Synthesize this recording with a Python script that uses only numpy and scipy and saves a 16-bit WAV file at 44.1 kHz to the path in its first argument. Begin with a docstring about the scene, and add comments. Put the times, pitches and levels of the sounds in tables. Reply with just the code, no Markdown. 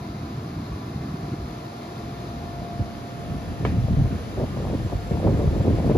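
"""Bouncy castle blower in wind

An electric blower keeps a bouncy castle inflated: turbulent air rushes, the blades sound a tone,
the motor hums, the casing rings and a seam whistles. The microphone is carried slowly past it to
the front of the slide. Eddies rumble, flutter and slap on its two ports, harder in the second half.
Something knocks once nearby."""
import sys
import numpy as np
from scipy import signal
from scipy.fft import rfft, irfft, next_fast_len
from scipy.io import wavfile
from scipy.ndimage import uniform_filter1d

SR = 44100
rng = np.random.default_rng(int(sys.argv[2]) if len(sys.argv) > 2 else 0)


def inscribe(sig):
    """Save sig as 16-bit PCM at rate SR to the path in sys.argv[1].

    A 1-D sig is mono; a 2-D sig holds one channel per row.
    Samples are clipped to [-1, 1] before scaling.
    """
    pcm = np.round(np.clip(np.atleast_2d(sig).T, -1, 1) * 32767)
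    wavfile.write(sys.argv[1], SR, pcm.astype(np.int16))


N = 263277
TIME_S = np.arange(N) / SR
FFT_SIZE = next_fast_len(N, real=True)
FREQS_HZ = np.maximum(np.arange(FFT_SIZE // 2 + 1) * SR / FFT_SIZE, 1)

# Sound at the two ports. Each row: frequency in Hz, coherence 0-1, left lead in radians,
# left over right in dB.
PORT_RESPONSE = [(100, .9, .35, 0), (400, .8, .1, 1), (750, .55, .7, 1), (1000, .1, .8, 0),
                 (1200, .2, 1.5, -.3), (1480, .55, 3.4, -3.7), (1750, .7, .9, 2.8), (2200, .64, .3, 1),
                 (3000, .52, 1.8, 1.7), (3400, .25, 1.6, 3.2), (3900, .52, .5, 4.7), (4750, .55, .6, 7.5),
                 (5400, .25, -2, 4), (6500, .45, -1.3, 1.5), (8200, .97, -3.15, 0), (11500, .9, -6.1, 0),
                 (14400, .55, -8.4, 0)]
# Microphone path. Each row: time in seconds, share in front of the slide 0-1, rush level in dB.
MIC_PATH = [(0, 0.03, -36.5), (1, 0, -36.5), (2, 0.09, -35.5), (2.8, 0.2, -36.5), (3.4, 1, -37),
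            (4.2, 0.82, -35.5), (5, 0.7, -35.5), (5.97, 0.83, -34.5)]
# Air rush, with a narrow band near 7.9 kHz cut out of the hiss.
# Each row: frequency in Hz, relative dB beside the blower, relative dB in front of the slide.
NOTCHED_RUSH_SPECTRA = [(40, -38, -9), (121, 6.5, 4), (180, 2.5, 5), (346, 1.5, 0.5), (533, -9.5, -1.5),
                        (703, -7, -3.5), (880, -11.5, -9), (1420, -12, -10), (2030, -22, -16.5),
                        (2200, -18.5, -16.5), (2920, -22.5, -17.5), (4110, -20.5, -20.5), (7640, -31, -27),
                        (7900, -63, -65.5), (9050, -31.5, -26.5), (14800, -39.5, -38.5)]
# Broad housing resonances. Each row: frequency in Hz, width in Hz, gain in dB.
HOUSING_MODES = [(760, 83, 1), (1013, 36, 5), (1090, 26, 5), (1360, 40, 3.5), (1790, 60, 2), (2070, 36, 6),
                 (3000, 480, -1.3)]
# Blade tone along the path, through ground and wall reflections. 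Each row: time in seconds,
# level in dB, left over right in dB, left lead in radians.
BLADE_TRACK = [(0.1, -47.5, 3, 1.35), (0.5, -49, -6, 2.2), (1, -51, -10, 3.9), (1.3, -45, -4, 1.4),
               (1.7, -44.5, 0, 2.1), (2.1, -43.5, 1, 1.3), (2.45, -43, 2, 0.82), (2.72, -38.5, 2, .2),
               (3, -45, -9, 0.22), (3.3, -44.5, -5, .1), (3.9, -47.5, 2, 0.54), (4.25, -53, 5, 0.5),
               (4.7, -53, 2, 0.62), (5.15, -43, 6, 0.51), (5.6, -43.5, 0, 2), (5.97, -44, 15, 1.2)]
# Times in seconds for three places: beside the blower, passing it, in front of the slide.
PLACE_TIMES_S = [0.53, 2.7, 6.3]
# Motor and fan lines. Each row: frequency in Hz, level in dB at each of the three places.
MOTOR_LINES = [(119, -51, -46.5, -55), (479.3, -61, -56, -63), (641, -57.5, -55.5, -66),
               (818, -65, -63, -70), (1729, -69.5, -70.5, -72), (2077, -69, -77, -79),
               (2509, -76, -76, -78)]
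# Narrow casing resonances. Each row: frequency in Hz, level in dB at each of the three places.
CASING_MODES = [(313, -57, -49.5, -62), (730, -61, -60, -63), (793, -55, -61, -60),
                (993, -57.5, -62.5, -72), (1050, -64, -64, -76), (1130, -60.5, -61, -76),
                (1187, -59, -58, -70), (1260, -71, -71, -81), (1297, -60, -63.5, -75),
                (1387, -67, -74, -70), (1777, -73, -62, -71)]
# Wind reaches the left port first. Each row: frequency in Hz, left lead in radians.
WIND_PHASE = [(80, 0.28), (230, 0.47), (500, 0.63), (1200, 0.84)]
# Large eddies. Each row: frequency in Hz, relative level in dB.
RUMBLE_SPECTRUM = [(22, -42), (35, -17), (50, 0.5), (80, 3), (125, 1), (200, -5), (320, -11.5), (480, -34),
                   (800, -75), (1500, -45.5)]
# Light wind. Each row: time in seconds, rumble level in dB, tilt in dB per octave.
BREEZE_TRACK = [(0, -34.5, 3), (0.45, -33, 3), (0.85, -35.5, 4), (1.3, -37.5, 5.5), (1.5, -34, 1.5),
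                (1.7, -50, -2), (2.05, -37.5, 5), (2.3, -35.5, -0.5), (2.65, -35, 2.5), (3.15, -40, 5),
                (3.3, -34.5, 3), (3.7, -34.5, -3), (4.2, -34.5, -1), (4.6, -32.5, -0.5), (5.05, -32.5, -9),
                (5.4, -36, -2), (5.97, -25, 3)]
# Gusts. Each row: start in seconds, length in seconds, rumble level in dB, flutter level in dB,
# rumble tilt in dB per octave.
GUST_EVENTS = [(0.208, 0.028, -34, -59, 2.5), (0.557, 0.086, -30, -63, 2.5), (0.701, 0.039, -29, -57, -2.5),
               (0.945, 0.352, -33, -57, 2.5), (1.318, 0.025, -27, -52, 3), (1.388, 0.065, -29, -59, 0.5),
               (2.585, 0.047, -34, -60, -1), (2.791, 0.032, -22, -37, 0), (3.3, 0.087, -28.5, -56, 0.5),
               (3.475, 0.044, -26, -62, 0.5), (3.604, 0.17, -22.5, -38, 0.5),
               (3.773, 0.084, -20.5, -51, -3.5), (3.877, 0.07, -19, -43, -3.5),
               (3.964, 0.055, -17.5, -37.5, -3.5), (4.038, 0.041, -19.5, -37, -1),
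               (4.103, 0.063, -25.5, -40, 2.5), (4.373, 0.073, -30.5, -26, 1.5),
               (4.538, 0.15, -32, -33.5, -1), (4.703, 0.024, -26.5, -34, 2),
               (4.725, 0.033, -27.5, -26.5, 3), (4.786, 0.035, -25.5, -56, -4),
               (4.846, 0.024, -23.5, -33, 1.5), (4.922, 0.017, -32, -28, -3),
               (4.935, 0.021, -24.5, -48, -13), (5.109, 0.048, -23.5, -28, 3),
               (5.163, 0.082, -26, -37, 2.5), (5.238, 0.047, -26, -23, 5.5), (5.249, 0.062, -19, -23, 1),
               (5.309, 0.094, -21.5, -27, 1.5), (5.391, 0.055, -28, -24.5, -1),
               (5.444, 0.047, -18, -29.5, -6), (5.502, 0.12, -25, -27.5, -3.5),
               (5.642, 0.039, -21.5, -23.5, 2), (5.681, 0.025, -17.5, -23, 1.5),
               (5.695, 0.058, -20, -31.5, 0.5), (5.755, 0.051, -24, -39, 2.5),
               (5.773, 0.061, -36, -32.5, -1), (5.847, 0.046, -19, -25, -0.5),
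               (5.89, 0.033, -23, -17.5, 4.5), (5.942, 0.045, -19, -19, 0.5)]
# Small eddies. Each row: frequency in Hz, relative level in dB.
FLUTTER_SPECTRUM = [(100, -1.5), (220, 1.5), (400, 0.5), (560, -3), (750, -14.5), (1100, -21.5),
                    (1700, -46), (3000, -89)]
# Hardest eddies; big ones thump lower. Each row: time in seconds, level in dB, pitch in Hz.
HARD_SLAPS = [(0.961, -17.5, 170), (1.142, -19.5, 189), (3.611, -20, 220), (3.784, -10, 99),
              (3.849, -14.5, 147), (3.883, -21, 535), (3.984, -15, 129), (4.019, -8, 110),
              (4.422, -22, 517), (4.44, -18.5, 510), (4.48, -29, 670), (4.571, -28, 520),
              (4.651, -22.5, 650), (4.67, -26, 800), (4.699, -21, 530), (4.725, -31, 530),
              (4.734, -16, 406), (4.801, -29, 600), (4.898, -28, 700), (5.11, -18.5, 428),
              (5.171, -22.5, 696), (5.2, -21, 600), (5.229, -17, 500), (5.263, -15, 428),
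              (5.475, -11.5, 140), (5.566, -21.5, 217), (5.595, -24, 526), (5.608, -15.5, 149),
              (5.68, -9, 328), (5.71, -19, 400), (5.784, -20, 560), (5.8, -18, 600), (5.823, -22, 530),
              (5.844, -18, 560), (5.896, -11, 535)]
# Seam whistle. Each row: time in seconds, level in dB.
WHISTLE_TRACK = [(0, -90), (2.5, -84), (4.3, -74), (4.8, -65), (5.2, -62), (5.5, -64.5), (5.75, -61.5),
                 (5.97, -67)]
# The knock. One row: start in seconds, gain in dB.
KNOCK_EVENT = [(3.65, -16.5)]
# Struck modes. Each row: frequency in Hz, relative level in dB, T60 in seconds.
STRUCK_MODES = [(304, -10, 0.02), (423, 8, 0.031), (714, 4.5, 0.018), (970, 1, 0.027), (1240, -1.5, 0.038),
                (1660, -13.5, 0.056), (2250, -8, 0.035), (3060, -11, 0.036), (3630, -21, 0.013)]
# The knock's scatter off the surroundings. Each row: frequency in Hz, relative level in dB.
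SCATTER_SPECTRUM = [(200, -27), (450, -4), (1200, 4), (2400, -5), (3600, -7.5), (4500, -31), (8000, -28),
                    (14000, -52)]
# Vinyl rustle. Each row: frequency in Hz, relative level in dB.
RUSTLE_SPECTRUM = [(300, -7), (700, 4), (1700, 7), (2400, 8), (3200, -6), (5000, -6), (10000, -22)]
# Stereo width of the bass. Each row: time in seconds, share of full width 0-1.
BASS_WIDTH_TRACK = [(1.45, 0), (1.8, .12), (2.4, 0.47), (2.9, 1)]


def from_db(db):
    """Decibels to gain."""
    return 10 ** (np.asarray(db) / 20)


def unit_rms(x):
    """Scale to unit power."""
    return x / np.sqrt(np.mean(x ** 2) + 1e-20)


def evened(x, window_s):
    """Hold a noise near unit power over a sliding window."""
    return x / np.sqrt(uniform_filter1d(np.mean(x ** 2, axis=0), int(window_s * SR)) + 1e-12)


def in_time(rows):
    """Each column of a track at every sample."""
    times_s, *columns = np.transpose(rows)
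    return [np.interp(TIME_S, times_s, column) for column in columns]


def in_frequency(rows):
    """Each column of a spectrum at every FFT bin."""
    points_hz, *columns = np.transpose(rows)
    return [np.interp(np.log(FREQS_HZ), np.log(points_hz), column) for column in columns]


def band_db(hz, width_hz):
    """Shape of a steep resonance."""
    return -20 * np.log10(1 + ((FREQS_HZ - hz) / width_hz) ** 2)


def white():
    """Spectrum of fresh white noise."""
    return rfft(rng.standard_normal(FFT_SIZE))


def drift(rate_hz):
    """Smooth random curve, unit RMS."""
    return unit_rms(irfft(white() / (1 + (FREQS_HZ / rate_hz) ** 2))[:N])


def airborne_noise(spectrum_db):
    """Unit-RMS noise, partly coherent at the two ports, offset in phase and level."""
    coherence, lead_rad, balance_db = in_frequency(PORT_RESPONSE)
    mid, side = np.sqrt(1 + coherence) * white(), np.sqrt(1 - coherence) * white()
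    left = (mid + side) * from_db(balance_db / 2)
    right = (mid - side) * from_db(-balance_db / 2) * np.exp(-1j * lead_rad)
    return unit_rms(irfft(np.array([left, right]) * from_db(spectrum_db))[:, :N])


def flow_noise(colour, side_gain):
    """Pressure noise of moving air, partly shared by the ports, earlier on the left."""
    mid, side = white(), side_gain * white()
    turn = np.exp(.5j * in_frequency(WIND_PHASE)[0])
    return irfft(np.array([(mid + side) * turn, (mid - side) / turn]) * colour)[:, :N]


def tone(hz, wander_hz, waver, lead_rad=0):
    """A line wandering in pitch; moving air makes its level waver differently at each port."""
    phase = 2 * np.pi * np.cumsum(hz + wander_hz * drift(3.3)) / SR
    ports = [np.sin(phase + shift) * (1 + waver * drift(2.3)) for shift in (lead_rad, 0)]
    return unit_rms(np.array(ports))


def reflections_db(depth_db=2.0, fade_hz=5000):
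    """Echoes off ground and vinyl walls comb the spectrum, less in the treble."""
    lags_s = rng.uniform(.008, .05, 24)
    comb = unit_rms(sum(np.cos(2 * np.pi * FREQS_HZ * lag_s) for lag_s in lags_s))
    return depth_db * comb / np.sqrt(1 + (FREQS_HZ / fade_hz) ** 2)


def airflow(housing_share_in_front=0.12):
    """Turbulent air coloured by the housing; leaks hiss brighter at the slide. Notched near 7.9 kHz."""
    front_share, rush_db = in_time(MIC_PATH)
    beside_db, front_db = in_frequency(NOTCHED_RUSH_SPECTRA)
    housing_db = sum(db / (1 + (2 * (FREQS_HZ - hz) / width_hz) ** 2)
                     for hz, width_hz, db in HOUSING_MODES)
    beside = airborne_noise(beside_db + housing_db + reflections_db())
    front = airborne_noise(front_db + housing_share_in_front * housing_db + reflections_db())
    rush = np.sqrt(1 - front_share) * beside + np.sqrt(front_share) * front
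    return rush * from_db(rush_db + .25 * drift(12))


def blade_tone(hz=693.8, skirt_db=-7.5):
    """Blades pass the outlet: a clear tone in a skirt of turbulence."""
    level_db, balance_db, lead_rad = in_time(BLADE_TRACK)
    line = tone(hz, wander_hz=1.0, waver=.17, lead_rad=lead_rad)
    balance = from_db(np.array([balance_db, -balance_db]) / 2)
    skirt = from_db(skirt_db) * airborne_noise(band_db(hz, width_hz=190))
    return from_db(level_db) * (line * balance + skirt)


def motor_hum():
    """Weak motor and fan lines swell or fade as the microphone moves."""
    return sum(from_db(np.interp(TIME_S, PLACE_TIMES_S, levels_db)) * tone(hz, wander_hz=2.01, waver=.56)
               for hz, *levels_db in MOTOR_LINES)


def casing_ring(width_hz=7.4, swell_db=4):
    """The air stream keeps the casing ringing; each mode swells and fades on its own."""
    out = np.zeros((2, N))
    for hz, *levels_db in CASING_MODES:
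        mode = flow_noise(from_db(band_db(hz, width_hz)), side_gain=.7)
        swelling = unit_rms(mode * from_db(swell_db * drift(3.0)))
        out += from_db(np.interp(TIME_S, PLACE_TIMES_S, levels_db)) * swelling
    return out


def rumble(tilt_db_per_octave, lumps_db=1.4):
    """Large eddies press on the microphone; bigger ones tilt the octaves towards the bass."""
    colour = from_db(in_frequency(RUMBLE_SPECTRUM)[0])
    out = np.zeros((2, N))
    for hz in 25 * 2. ** np.arange(7):
        octave = np.cos(np.pi / 2 * np.clip(np.log2(FREQS_HZ / hz), -1, 1))
        tilt_gain = from_db(tilt_db_per_octave * np.log2(hz / 100))
        out += flow_noise(octave * colour, side_gain=.16) * tilt_gain
    return evened(unit_rms(out), window_s=.0316) * from_db(lumps_db * drift(21))


def flutter(bursts_db=4.5, rasp_db=2.5, split_hz=650):
    """Small eddies come in short bursts; the hardest rasp highest."""
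    colour = from_db(in_frequency(FLUTTER_SPECTRUM)[0])
    bursts = drift(35)
    high_share = 1 / (1 + (split_hz / FREQS_HZ) ** 4)
    low = flow_noise(colour * np.sqrt(1 - high_share), side_gain=.15)
    high = flow_noise(colour * np.sqrt(high_share), side_gain=.15) * from_db(rasp_db * bursts)
    return evened(unit_rms((low + high) * from_db(bursts_db * bursts)), window_s=.0256)


def slaps(flutter_gain, small_per_s=52, small_db=-2, small_hz=480, width_cycles=.45, uneven_db=2.5):
    """An eddy hitting a port squarely gives one quick pressure swing, unequal left and right."""
    hard = [(s, from_db(db), hz) for s, db, hz in HARD_SLAPS]
    times_s = rng.uniform(0, TIME_S[-1], int(small_per_s * TIME_S[-1]))
    pitches_hz = small_hz * np.exp(.23 * rng.standard_normal(len(times_s)))
    small = [(s, from_db(small_db) * flutter_gain[int(s * SR)], hz) for s, hz in zip(times_s, pitches_hz)]
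    out = np.zeros((2, N))
    for s, gain, hz in hard + small:
        polarity, lean = rng.standard_normal(2)
        near = slice(*np.searchsorted(TIME_S, [s - .02, s + .02]))
        cycles = (TIME_S[near] - s - .002) * hz
        swing = np.sign(polarity) * np.sin(2 * np.pi * cycles) * np.exp(-.5 * (cycles / width_cycles) ** 2)
        balance = from_db(uneven_db * np.tanh(lean) * np.array([[1], [-1]]))
        out[:, near] += gain * swing * balance
    return out


def gust_envelope(start_s, length_s, attack_s=.0087, release_s=.0052):
    """A gust rises quickly, holds and dies away."""
    age_s = TIME_S - start_s
    return np.clip(age_s / attack_s + .5, 0, 1) * np.exp(-np.maximum(age_s - length_s, 0) / release_s)


def wind():
    """Gusts add power to the breeze; the strongest sets the eddy size, fast ones flutter and slap."""
    starts_s, lengths_s, rumble_db, flutter_db, gust_tilt = np.transpose(GUST_EVENTS)
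    breeze_db, breeze_tilt = in_time(BREEZE_TRACK)
    shapes = np.array([gust_envelope(*span_s) for span_s in zip(starts_s, lengths_s)]) ** 2
    breeze_power, gust_power = from_db(breeze_db) ** 2, from_db(rumble_db) ** 2
    power = breeze_power + gust_power @ shapes
    tilt_db_per_octave = (breeze_tilt * breeze_power + (gust_tilt * gust_power) @ shapes) / power
    flutter_gain = np.sqrt(from_db(flutter_db) ** 2 @ shapes)
    return np.sqrt(power) * rumble(tilt_db_per_octave) + flutter_gain * flutter() + slaps(flutter_gain)


def seam_whistle(hz=7504):
    """Air whistles thinly at a seam, growing towards the end."""
    return from_db(in_time(WHISTLE_TRACK)[0]) * airborne_noise(band_db(hz, width_hz=35))


def knock(ring_db=-5, echo_s=.0135, echo_db=-10, crack_db=-9):
    """A hard contact cracks, rings briefly and echoes off a wall; a short vinyl rustle follows."""
    def ring(age_s):
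        age_s = np.maximum(age_s, 0)
        return sum((-1) ** k * from_db(db - 60 * age_s / t60_s) * np.sin(2 * np.pi * hz * age_s)
                   for k, (hz, db, t60_s) in enumerate(STRUCK_MODES))

    def burst(age_s, db, t60_s):
        return np.clip(age_s / .00092, 0, 1) * from_db(db - 60 * np.abs(age_s) / t60_s)

    start_s, gain_db = KNOCK_EVENT[0]
    age_s = TIME_S - start_s
    direct = np.array([ring(age_s), ring(age_s - .0001)])  # right port later
    echo = from_db(echo_db) * np.array([ring(age_s - echo_s), ring(age_s - echo_s - .0004)])
    cracks = burst(age_s, crack_db, t60_s=.025) + burst(age_s - echo_s, crack_db + echo_db, t60_s=.025)
    tail = burst(age_s, db=-22, t60_s=.15)
    scatter = airborne_noise(in_frequency(SCATTER_SPECTRUM)[0]) * (cracks + tail)
    rustle = airborne_noise(in_frequency(RUSTLE_SPECTRUM)[0]) * burst(age_s, db=-21, t60_s=.42)
    return from_db(gain_db) * (from_db(ring_db) * (direct + echo) + scatter + rustle)


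def widen_bass(x, below_hz=360):
    """The bass starts centred and widens; the treble keeps its width."""
    mid, side = (x[0] + x[1]) / 2, (x[0] - x[1]) / 2
    upper = signal.sosfiltfilt(signal.butter(2, below_hz, "high", fs=SR, output="sos"), side)
    side = upper + in_time(BASS_WIDTH_TRACK)[0] * (side - upper)
    return np.array([mid + side, mid - side])


def scene():
    """Blower, seam, wind and knock, in stereo."""
    return airflow() + blade_tone() + seam_whistle() + motor_hum() + casing_ring() + wind() + knock()


def record(dry):
    """The bass widens; the microphone drops the deepest rumble and rounds buffets; the top is cut."""
    low_cut_hz, high_cut_hz, ceiling = 36, 14500, .75
    thinned = signal.sosfilt(signal.butter(4, low_cut_hz, "high", fs=SR, output="sos"), widen_bass(dry))
    rounded = ceiling * np.tanh(thinned / ceiling)
    return signal.sosfilt(signal.ellip(10, .2, 80, high_cut_hz, fs=SR, output="sos"), rounded)


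dry = scene()
out = record(dry)
inscribe(out)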